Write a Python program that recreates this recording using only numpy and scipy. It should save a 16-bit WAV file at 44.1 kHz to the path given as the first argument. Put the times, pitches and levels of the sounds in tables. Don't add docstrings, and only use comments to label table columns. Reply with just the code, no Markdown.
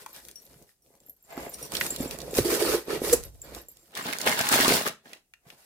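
import sys
import numpy as np
from scipy import signal
from scipy.fft import rfft, irfft, next_fast_len
from scipy.io import wavfile
from scipy.ndimage import uniform_filter1d

SR = 44100
rng = np.random.default_rng(int(sys.argv[2]) if len(sys.argv) > 2 else 0)


def wav_out(sig):
    wavfile.write(sys.argv[1], SR, np.round(np.clip(np.atleast_2d(sig).T, -1, 1) * 32767).astype(np.int16))


N = 249341
T = np.arange(N) / SR

# start_s, pop_db, pop_hz, crack_db, left_right_db
SNAPS = [(0.0617, -29.5, 890, -29, 3), (.2507, -62, 4390, -29.5, 3), (0.285, -47.5, 1670, -30, 9.5),
         (0.313, -52, 4480, -30.5, 0), (.465, -49.5, 4290, -42, -3), (.6244, -67, 4390, -42, 7),
         (1.0028, -73, 3270, -43, -1), (1.3767, -29, 816, -46, -4), (1.72, -33.5, 920, -20, -6),
         (1.7514, -19.5, 3180, -16, -5.5), (1.768, -19.5, 4440, -20, -9), (1.8105, -12.5, 1920, -21, 0),
         (1.9614, -27, 3650, -19, -4), (2.11, -26, 3520, -20, -1), (2.1876, -54, 4160, -25.5, -16),
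         (2.2032, -30, 4090, -30, -5), (2.2163, -39, 4180, -31, -16.5), (2.383, -17.5, 2260, -11.5, -5),
         (3.2366, -53, 4480, -28, -17.5), (3.5485, -37, 4195, -23, 1.5), (3.7704, -52.5, 3340, -38, -4),
         (3.9517, -28.5, 3420, -23.5, 3), (3.9734, -27, 2030, -22, -5.5), (4.066, -23.5, 3190, -34.5, -3),
         (4.088, -25, 1870, -34.5, 2.5), (4.1269, -22, 2520, -24, -6.5), (4.133, -21, 2000, -16.5, -5),
         (4.1855, -28.5, 4470, -20, -4.5), (4.2144, -23, 4460, -16.5, -10), (4.2735, -8, 2136, -24, -0.5),
         (4.2948, -31, 2280, -13.5, -1.5), (4.3913, -16.5, 2100, -15, -4), (4.4115, -16.5, 2540, -9.5, 1),
         (4.489, -34, 4250, -6, 7.5), (4.5388, -21, 4200, -7, 0.5), (4.68, -16.5, 4390, -10, -8),
         (4.876, -24, 2580, -15, -10), (4.8835, -28.5, 2930, -15.5, 6), (5.1322, -30, 2680, -30.5, -2),
         (5.3366, -39, 2150, -41, 1), (5.5021, -33.5, 2750, -45.5, 0)]
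# start_s, level_db, pitch_hz
KNOCKS = [(0.559, -51, 149), (.615, -50, 178), (.905, -53, 423), (1.376, -26, 305), (1.469, -31, 399),
          (1.924, -30, 329), (2.004, -20.5, 265), (2.058, -24.5, 313), (2.28, -30, 520), (2.333, -26, 409),
          (2.387, -7, 390), (2.402, -23.5, 104), (2.882, -25, 380), (3.018, -17.5, 380),
          (3.685, -49.5, 480), (4.27, -15.5, 625), (4.546, -23.5, 245), (4.602, -16, 344), (4.68, -13, 344),
          (4.707, -13, 344), (4.719, -17.5, 400), (4.874, -25, 446), (5.465, -50, 160)]
# start_s, level_db, piece (index)
CLINKS = [(.13, -38, 2), (.357, -39, 1), (.42, -44, 2), (.4519, -44, 2), (.8216, -57, 1), (1.0633, -42, 2),
          (1.096, -28.5, 2), (1.2255, -49, 2), (1.325, -43, 2), (1.495, -32, 2), (1.5388, -30, 1),
          (1.627, -29, 1), (1.747, -24, 2), (1.802, -25, 2), (1.887, -33, 2), (1.905, -16.5, 0),
          (1.984, -37, 1), (2.008, -28.5, 0), (2.027, -28.5, 2), (2.309, -32, 0), (2.792, -41, 2),
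          (2.8525, -43.5, 2), (3.25, -34, 2), (3.4169, -28, 0), (3.443, -41, 2), (3.615, -41, 2),
          (3.685, -37.5, 0), (3.686, -36.5, 2), (3.716, -42, 2), (4.027, -32.5, 0)]

# nominal pitch_hz, nominal level_db, t60_s
PIECE_MODES = [
    [(7385, 0, .045), (7420, -23, .25), (10850, -18, .1), (12060, -15, .1)],
    [(5680, -6, .11), (9320, 0, .07), (12830, -9, .05), (15170, -15, .06)],
    [(12710, 0, .045), (12860, -14, .12), (13640, -10, .045), (11130, -22, .12), (12350, -11, .04)],
]
# pitch_hz, level_db, t60_s
PANEL_MODES = [(60.6, -12.5, 0.15), (143, -5, .07), (218, -4.5, 0.062), (321, 0, 0.042), (376, -2, 0.019),
               (547.5, 3.5, 0.028), (685, 0, 0.029)]
# pitch_hz, level_db, t60_s
FAR_FLAP_MODES = [(341.5, -4, 0.093), (416, 1.5, .045), (480, -5, 0.071), (1010, -26.5, 0.09)]
# pitch_hz, level_db, t60_s
NEAR_FLAP_MODES = [(520, -1, 0.03), (679, 3.5, 0.031), (822, -0.5, 0.031), (1245, -4.5, 0.012),
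                   (1680, -4, 0.011), (2015, -4.5, .016), (2800, -10, 0.012)]

# frequency_hz, level_db
CARD_COLOUR = [(290, -27), (500, 7), (750, -12), (919, -10.5), (1140, -12), (1640, -15.5), (2160, -17.5),
               (2810, -21), (3060, -21), (3590, -22), (5310, -18), (6060, -18), (11600, -12),
               (15100, -14.5), (16000, -32)]
# frequency_hz, level_db
PAPER_COLOUR = [(24, -40), (40, -2), (231, 2.5), (337, 1.5), (630, -4.5), (697, -3.5), (751, -4.5),
                (965, -3.5), (1090, -6), (1550, -4), (2260, -8), (4680, -17), (5870, -21), (11600, -21.5),
                (16000, -20.5)]
# frequency_hz, level_db
AIR_COLOUR = [(18, -28.5), (30, -0.5), (295, -10), (632, -16), (702, -10), (988, -24), (3870, -26.5),
              (7870, -19), (16000, -22.5)]
# frequency_hz, level_db
CHATTER_COLOUR = [(1500, -8.5), (3500, -13), (5000, -8.0), (7800, 3.5), (9000, -3.0), (11500, 2.5), (14000, -9.5)]
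# frequency_hz, level_db
ROCK_COLOUR = [(55, 3.5), (70, 4.5), (95, -2.5), (200, -11.5)]
# frequency_hz, level_db
TICK_COLOUR = [(2000, 1.0), (16000, -3.5)]

# frequency_hz, side_against_mid_db
WIDTH = [(40, -4.5), (70, -6), (130, -12), (300, -17.5), (600, -6.5), (1200, -3.5), (2400, 0.5),
         (5000, 0.5), (16000, 0)]
# frequency_hz, t60_s
ROOM_DECAY = [(100, 0.39), (500, 0.24), (3000, 0.25), (8000, 0.22), (16000, 0.11)]
# delay_s, level_db
BOX_ECHOES = [(.0011, -29.5), (.0021, -22), (.0047, -17)]
# time_s, left_right_db
HANDS_SIDE = [(0.7, 2.5), (1.3, 2.5), (1.7, 0), (2.5, -0.5), (3.5, -1), (5.5, 1)]
# time_s, share of the drumming's power (0-1)
FLAP_FREE = [(2.25, 0.2), (2.45, 0.97), (2.78, 0.91), (3.16, 0.77), (3.25, 0.14)]

# hold_start_s, hold_s, scrape_db, drumming_against_scrape_db, hiss_against_scrape_db
STROKES = [(0, 0.024, -52, -1.5, 1.5), (.09, 0.017, -61, -2, 9), (.15, 0.026, -49.5, -9.5, 3),
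           (.225, 0.081, -63.5, 4, 10.5), (.36, 0.11, -70.5, 7.5, 12.5), (.5, 0.043, -64, 5.5, 6),
           (.56, 0.072, -72, 12.5, 12.5), (.68, .02, -74, -4, 13.5), (.845, 0.12, -82, 15, 16.5),
           (1.02, 0.077, -76.5, 12, 11), (1.17, 0.046, -80.5, 5, 8), (1.255, .04, -70.5, 1, 9.5),
           (1.31, 0.058, -54.5, 1, -2), (1.39, 0.074, -50, 4, 2), (1.52, 0.035, -57.5, 6.5, 12),
           (1.595, 0.063, -50, 4, 6.5), (1.735, .045, -37, -1.5, -1.5), (1.82, 0.048, -42.5, 3, 10),
           (1.9, 0.054, -45.5, -1, 3.5), (1.995, 0.063, -43, 6, 1.5), (2.11, 0.025, -40.5, 1.5, -2.5),
           (2.18, 0.21, -51, 8, 1.5), (2.368, 0.02, -34.5, 2.5, 8), (2.455, 0.037, -36, 8.5, 5.5),
           (2.505, 0.051, -30.5, 4, 3), (2.6, 0.062, -31.5, 3, 1.5), (2.655, 0.093, -30.5, 3.5, 0.5),
           (2.905, .05, -34.5, 5.5, -4.5), (3.045, 0.093, -36, 4.5, 5), (3.23, 0.028, -56, 5, 6.5),
           (3.33, 0.13, -74, 10.5, 12.5), (3.45, 0.1, -52.5, 3.5, -2.5), (3.545, 0.039, -49, 5, 1.5),
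           (3.7, 0.25, -70, 1.5, 7.5), (5.48, 0.054, -60.5, 1, 2), (5.58, .07, -65, -6, 5.5)]
STROKE_RISE_DB_PER_S, STROKE_FALL_DB_PER_S = 440, 268.5
# hold_start_s, hold_s, crumpling_db, flop_against_crumpling_db, fizz_against_crumpling_db
SQUEEZES = [(3.933, .01, -52, 0, -5), (3.969, 0.024, -38, -2, 1.5), (4.051, 0.076, -34.5, -3.5, -1.5),
            (4.202, .03, -38.5, -1.5, 4.5), (4.27, 0.013, -21.5, -4.5, -3.5), (4.318, .015, -30, -5, 2.5),
            (4.385, .012, -26, -6, 0), (4.446, 0.09, -30, -9, 2), (4.522, 0.027, -21.5, -3.5, 4),
            (4.59, 0.055, -21.5, -4.5, 1), (4.679, 0.072, -24, -2.5, 5), (4.863, 0.0097, -29, -1.5, 0),
            (5.059, 0.1, -54.5, 0, -0.5)]
SQUEEZE_RISE_DB_PER_S, SQUEEZE_FALL_DB_PER_S = 649.5, 159
PUT_DOWN_S, SETTLE_DB_PER_S = 4.85, 402
# hold_start_s, hold_s, level_db
SCUFFS = [(.15, 0.026, -63), (.52, .1, -72), (.91, 0.057, -69), (1.31, .02, -45.5), (1.375, 0.087, -42.5),
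          (5.455, 0.047, -62), (5.59, .04, -67)]
SCUFF_RISE_DB_PER_S, SCUFF_FALL_DB_PER_S = 590, 194
# hold_start_s, hold_s, level_db
REACHES = [(1.03, .06, -66), (1.3, 0.18, -55.5), (1.92, 0.18, -56), (3.44, 0.32, -67.5)]
REACH_RISE_DB_PER_S, REACH_FALL_DB_PER_S = 150, 98
CHATTER_S, CHATTER_HOLD_S, CHATTER_DB, CHATTER_HISS_DB = 3.132, 0.0054, -13.5, -17
CHATTER_RISE_DB_PER_S, CHATTER_FALL_DB_PER_S = 1898.5, 1298.5
ROCK_S, ROCK_HOLD_S, ROCK_DB = 3.1, 0.052, -42
ROCK_RISE_DB_PER_S, ROCK_FALL_DB_PER_S = 320, 57


def amp(db):
    return 10 ** (np.asarray(db) / 20)


def evened(x):
    return x / np.sqrt(np.mean(x ** 2) + 1e-20)


def read(points, hz):
    f, value = np.transpose(points)
    return np.interp(np.log(hz + 1), np.log(f + 1), value)


def pan(db):
    return amp([[db / 2], [-db / 2]])


def add(mix, s, sound):
    part = mix[:, max(round(s * SR), 0):][:, :sound.shape[1]]
    part += sound[:, :part.shape[1]]


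def shaped(x, gain):
    size = next_fast_len(x.shape[-1], True)
    spectrum = rfft(x, size) * gain(np.fft.rfftfreq(size, 1 / SR))
    return irfft(spectrum, size)[..., :x.shape[-1]]


def stereo(pair):
    side = shaped(pair[1], lambda f: amp(read(WIDTH, f)))
    return np.array([pair[0] + side, pair[0] - side])


def band(x, colour, low_hz, high_hz):
    def gain(f):
        edges = (1 + (low_hz / (f + 1)) ** 8) * (1 + (f / high_hz) ** 8)
        return amp(read(colour, f)) / np.sqrt(edges)
    return evened(shaped(x, gain))


def noise():
    return rng.standard_normal((2, N))


def swell(start, hold, rise, fall):
    before, after = np.maximum(start - T, 0), np.maximum(T - start - hold, 0)
    return -abs(rise) * before - abs(fall) * after


def movements(rows, rise, fall):
    level_db = np.full((len(rows[0]) - 2, N), -140.)
    for start, hold, db, *against in rows:
        layers_db = db + np.array([0, *against])[:, None]
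        level_db = np.maximum(level_db, swell(start, hold, rise, fall) + layers_db)
    return amp(level_db)


def rubbing():
    return movements(STROKES, STROKE_RISE_DB_PER_S, STROKE_FALL_DB_PER_S)


def crumpling():
    held = [row for row in SQUEEZES if row[0] < PUT_DOWN_S]
    loose = [row for row in SQUEEZES if row[0] >= PUT_DOWN_S]
    in_hand = movements(held, SQUEEZE_RISE_DB_PER_S, SQUEEZE_FALL_DB_PER_S)
    in_hand = in_hand * amp(swell(0, PUT_DOWN_S, 0, SETTLE_DB_PER_S))
    return np.maximum(in_hand, movements(loose, SQUEEZE_RISE_DB_PER_S, SETTLE_DB_PER_S))


def burst(hz, t60, q):
    t = np.arange(2048) / SR
    hz = min(hz, SR / 3)
    hump = signal.iirpeak(hz, max(q, 3 * hz / SR), SR)
    return signal.lfilter(*hump, rng.standard_normal((2, len(t))) * amp(-60 * t / t60))


def clicks(per_s, spread_db):
    train, count = np.zeros(N), int(per_s * N / SR)
    at, size, sign = rng.random((count, 3)).T
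    excess = np.minimum(-np.log(1 - size), 4)
    train[(at * N).astype(int)] = np.sign(sign - .5) * amp(spread_db * excess)
    return train


def crackle(per_s, spread_db, t60, q, smooth_db, count=16):
    out = np.zeros((2, N))
    for hz in np.geomspace(400, 14000, count):
        buckles = clicks(per_s / count, spread_db)[None]
        out += signal.oaconvolve(buckles, burst(hz, t60, q), axes=1)[:, :N]
    return stereo(evened(out) + amp(smooth_db) * noise())


def flexing(x, depth_db, size=(14, 3)):
    hz, t, z = signal.stft(x, SR, nperseg=512, noverlap=384)
    patches = uniform_filter1d(rng.standard_normal(z.shape[1:]), size[0], 1)
    patches = evened(uniform_filter1d(patches, size[1], 0))
    bent = z * amp(depth_db * patches / (1 + hz[:, None] / 9000))
    return signal.istft(bent, SR, nperseg=512, noverlap=384)[1][:, :N]


def ring(modes):
    t = np.arange(SR // 4) / SR
    return sum(amp(db - 60 * t / t60) * np.sin(2 * np.pi * hz * t + k * np.pi / 2)
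               for k, (hz, db, t60) in enumerate(modes))


def drumming(modes, per_s, spread_db, low_hz, high_hz):
    slips = np.array([clicks(per_s, spread_db) for _ in range(2)])
    rung = stereo(signal.oaconvolve(slips, ring(modes)[None], axes=1)[:, :N])
    return band(rung, [(1, 0)], low_hz, high_hz)


def quiet_air():
    return amp(-74.5) * band(stereo(noise()), AIR_COLOUR, 25, 20000)


def room(x):
    taps = rng.standard_normal((2, SR // 2)) * (T[:SR // 2] > .005)
    hz, t, z = signal.stft(taps, SR, nperseg=256)
    decay = amp(-60 * t / read(ROOM_DECAY, hz)[:, None])
    tail = signal.istft(z * decay, SR, nperseg=256)[1]
    wet = signal.fftconvolve(x, tail / np.linalg.norm(tail[0]), axes=1)[:, :N]
    return stereo(wet) / np.sqrt(2)


def in_box(x):
    out = x.copy()
    for delay, db in BOX_ECHOES:
        add(out, delay, amp(db) * x)
    return amp(-1.5) * out


def at_hands(x):
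    side_db = np.interp(T, *np.transpose(HANDS_SIDE))
    return x * amp(np.array([side_db, -side_db]) / 2)


def rocking():
    level = amp(ROCK_DB + swell(ROCK_S, ROCK_HOLD_S, ROCK_RISE_DB_PER_S, ROCK_FALL_DB_PER_S))
    return level * band(stereo(noise()), ROCK_COLOUR, 42, 170)


def clink(piece, tick_db=-8):
    t = np.arange(SR // 3) / SR
    out = np.zeros((2, len(t)))
    for hz, db, t60 in PIECE_MODES[piece]:
        strength_db = (1.5 if db == 0 else 4) * rng.standard_normal((2, 1))
        turns = hz * (1 + .004 * rng.standard_normal()) * t + .4 * rng.random((2, 1))
        out += amp(db + strength_db - 60 * t / t60) * np.sin(2 * np.pi * turns)
    add(out, 0, amp(tick_db) * burst(13000, 0.029, q=2.3))
    return out * (1 - np.exp(-t / 0.00011))


def jingles(touch_db=5, spread_db=4, count=40):
    out = np.zeros((2, N))
    arm = movements(REACHES, REACH_RISE_DB_PER_S, REACH_FALL_DB_PER_S)[0]
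    for k, (when, size, which) in enumerate(rng.random((count, 3))):
        at = int((k + when) / count * N)
        strength = arm[at] * amp(touch_db + spread_db * (2 * size + 1))
        add(out, at / SR, strength * clink(0 if which < .5 else 2))
    return out


def jewellery(rebound_db=-23, count=2):
    out = np.zeros((2, N))
    for s, db, piece in CLINKS:
        add(out, s, amp(db) * clink(piece))
        for k, gap in enumerate(np.cumsum(rng.uniform(.008, .035, count))):
            add(out, s + gap, amp(db + rebound_db - 2.2 * k) * clink(piece))
    brushes = clicks(per_s=60, spread_db=3)
    shimmer = evened(signal.oaconvolve(brushes[None], clink(0), axes=1)[:, :N])
    arm = movements(REACHES, REACH_RISE_DB_PER_S, REACH_FALL_DB_PER_S)
    return amp(-3.5) * out + amp(-1.0) * arm * shimmer


def scuffs():
    rasp = drumming(NEAR_FLAP_MODES, per_s=340, spread_db=3.5, low_hz=428, high_hz=3330)
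    return movements(SCUFFS, SCUFF_RISE_DB_PER_S, SCUFF_FALL_DB_PER_S) * rasp * pan(-0.89)


def stray_ticks(per_s=45):
    ticks = flexing(crackle(per_s, spread_db=2, t60=.008, q=1., smooth_db=-40), depth_db=3)
    drive = amp(-10) * rubbing()[2] + amp(-11) * crumpling()[0]
    return drive * band(ticks, TICK_COLOUR, 1200, 20000)


def knocks(ring_db=-11, cycles=1.):
    out, t, panels = np.zeros((2, N)), np.arange(SR // 4) / SR, ring(PANEL_MODES)
    for s, db, hz in KNOCKS:
        age = 2 * hz * t / cycles
        push = age * np.exp(1 - age) * np.sin(2 * np.pi * hz * t)
        body = signal.fftconvolve(push, panels)[:len(t)]
        knock = push + amp(ring_db) * body / abs(body).max()
        add(out, s, amp(db) * knock * pan(-2.3))
    return amp(0.5) * out


def snaps(crack_s=0.0097, crack_hz=8000, pop_s=0.026, pop_q=2.6, rise_s=0.00035):
    out = np.zeros((2, N))
    for s, pop_db, hz, crack_db, side_db in SNAPS:
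        pop = stereo(burst(hz, pop_s, pop_q))
        crack = stereo(burst(crack_hz, crack_s, q=0.95))
        snap = amp(pop_db) * pop / abs(pop).max() + amp(crack_db) * crack / abs(crack).max()
        onset = 1 - np.exp(-T[:snap.shape[1]] / rise_s)
        add(out, s, snap * onset * pan(side_db))
    return amp(3.5) * out


def paper():
    crumple, flop, fizz = crumpling()
    sheets = crackle(per_s=900, spread_db=4.0, t60=0.014, q=0.32, smooth_db=-15.0)
    creases = flexing(crackle(per_s=1100, spread_db=3.3, t60=.011, q=2.2, smooth_db=-7), depth_db=2.5)
    fibres = flexing(crackle(per_s=2100, spread_db=2, t60=.012, q=1.5, smooth_db=-1.5), depth_db=3.0)
    return (amp(-1.0) * flop * band(sheets, PAPER_COLOUR, 92, 750) * pan(-1)
            + crumple * band(creases, PAPER_COLOUR, 840, 5800) * pan(-1)
            + amp(-3.0) * fizz * band(fibres, PAPER_COLOUR, 4120, 18000) * pan(-.5))


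def chatter(hz=478, gate=0.42):
    level_db = swell(CHATTER_S, CHATTER_HOLD_S, CHATTER_RISE_DB_PER_S, CHATTER_FALL_DB_PER_S)
    level_db = np.maximum(level_db, -140)
    swing, hiss = amp(CHATTER_DB + level_db), amp(CHATTER_HISS_DB + level_db)
    wave = np.sin(2 * np.pi * hz * T)
    rasp = band(stereo(noise()), CHATTER_COLOUR, 900, 16000)
    return np.sqrt(2) * swing * wave * pan(-5) + hiss * rasp * (1 + gate * wave)


def cardboard(slip_hiss=0.099):
    scrape, drum, hiss = rubbing()
    free = np.clip(np.interp(T, *np.transpose(FLAP_FREE)), 0, 1)
    walls = drumming(PANEL_MODES, per_s=660, spread_db=5.0, low_hz=42, high_hz=840)
    flap = drumming(FAR_FLAP_MODES, per_s=350, spread_db=4.0, low_hz=218, high_hz=750)
    panel = np.sqrt(1 - free) * walls + np.sqrt(free) * flap
    grain = crackle(per_s=3500, spread_db=3.0, t60=0.012, q=0.86, smooth_db=2.5)
    grain = flexing(grain, depth_db=3)
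    grain = grain * (1 + slip_hiss * panel[0])
    return (amp(1) * drum * panel * pan(-2.5)
            + amp(-1) * scrape * band(grain, CARD_COLOUR, 900, 4500) * pan(-0.084)
            + amp(-1.5) * hiss * band(grain, CARD_COLOUR, 3500, 20000) * pan(-1.9))


def scene():
    boxed = in_box(at_hands(cardboard()) + paper() + snaps() + stray_ticks())
    near = boxed + scuffs() + chatter() + knocks() + rocking() + jewellery() + jingles()
    return near + amp(-12.5) * room(near) + quiet_air()


def record(dry, edge_hz=15950):
    low_pass = signal.firwin(511, edge_hz, window=("kaiser", 9), fs=SR)
    return signal.oaconvolve(dry, low_pass[None], "same")


dry = scene()
out = record(dry)
wav_out(out)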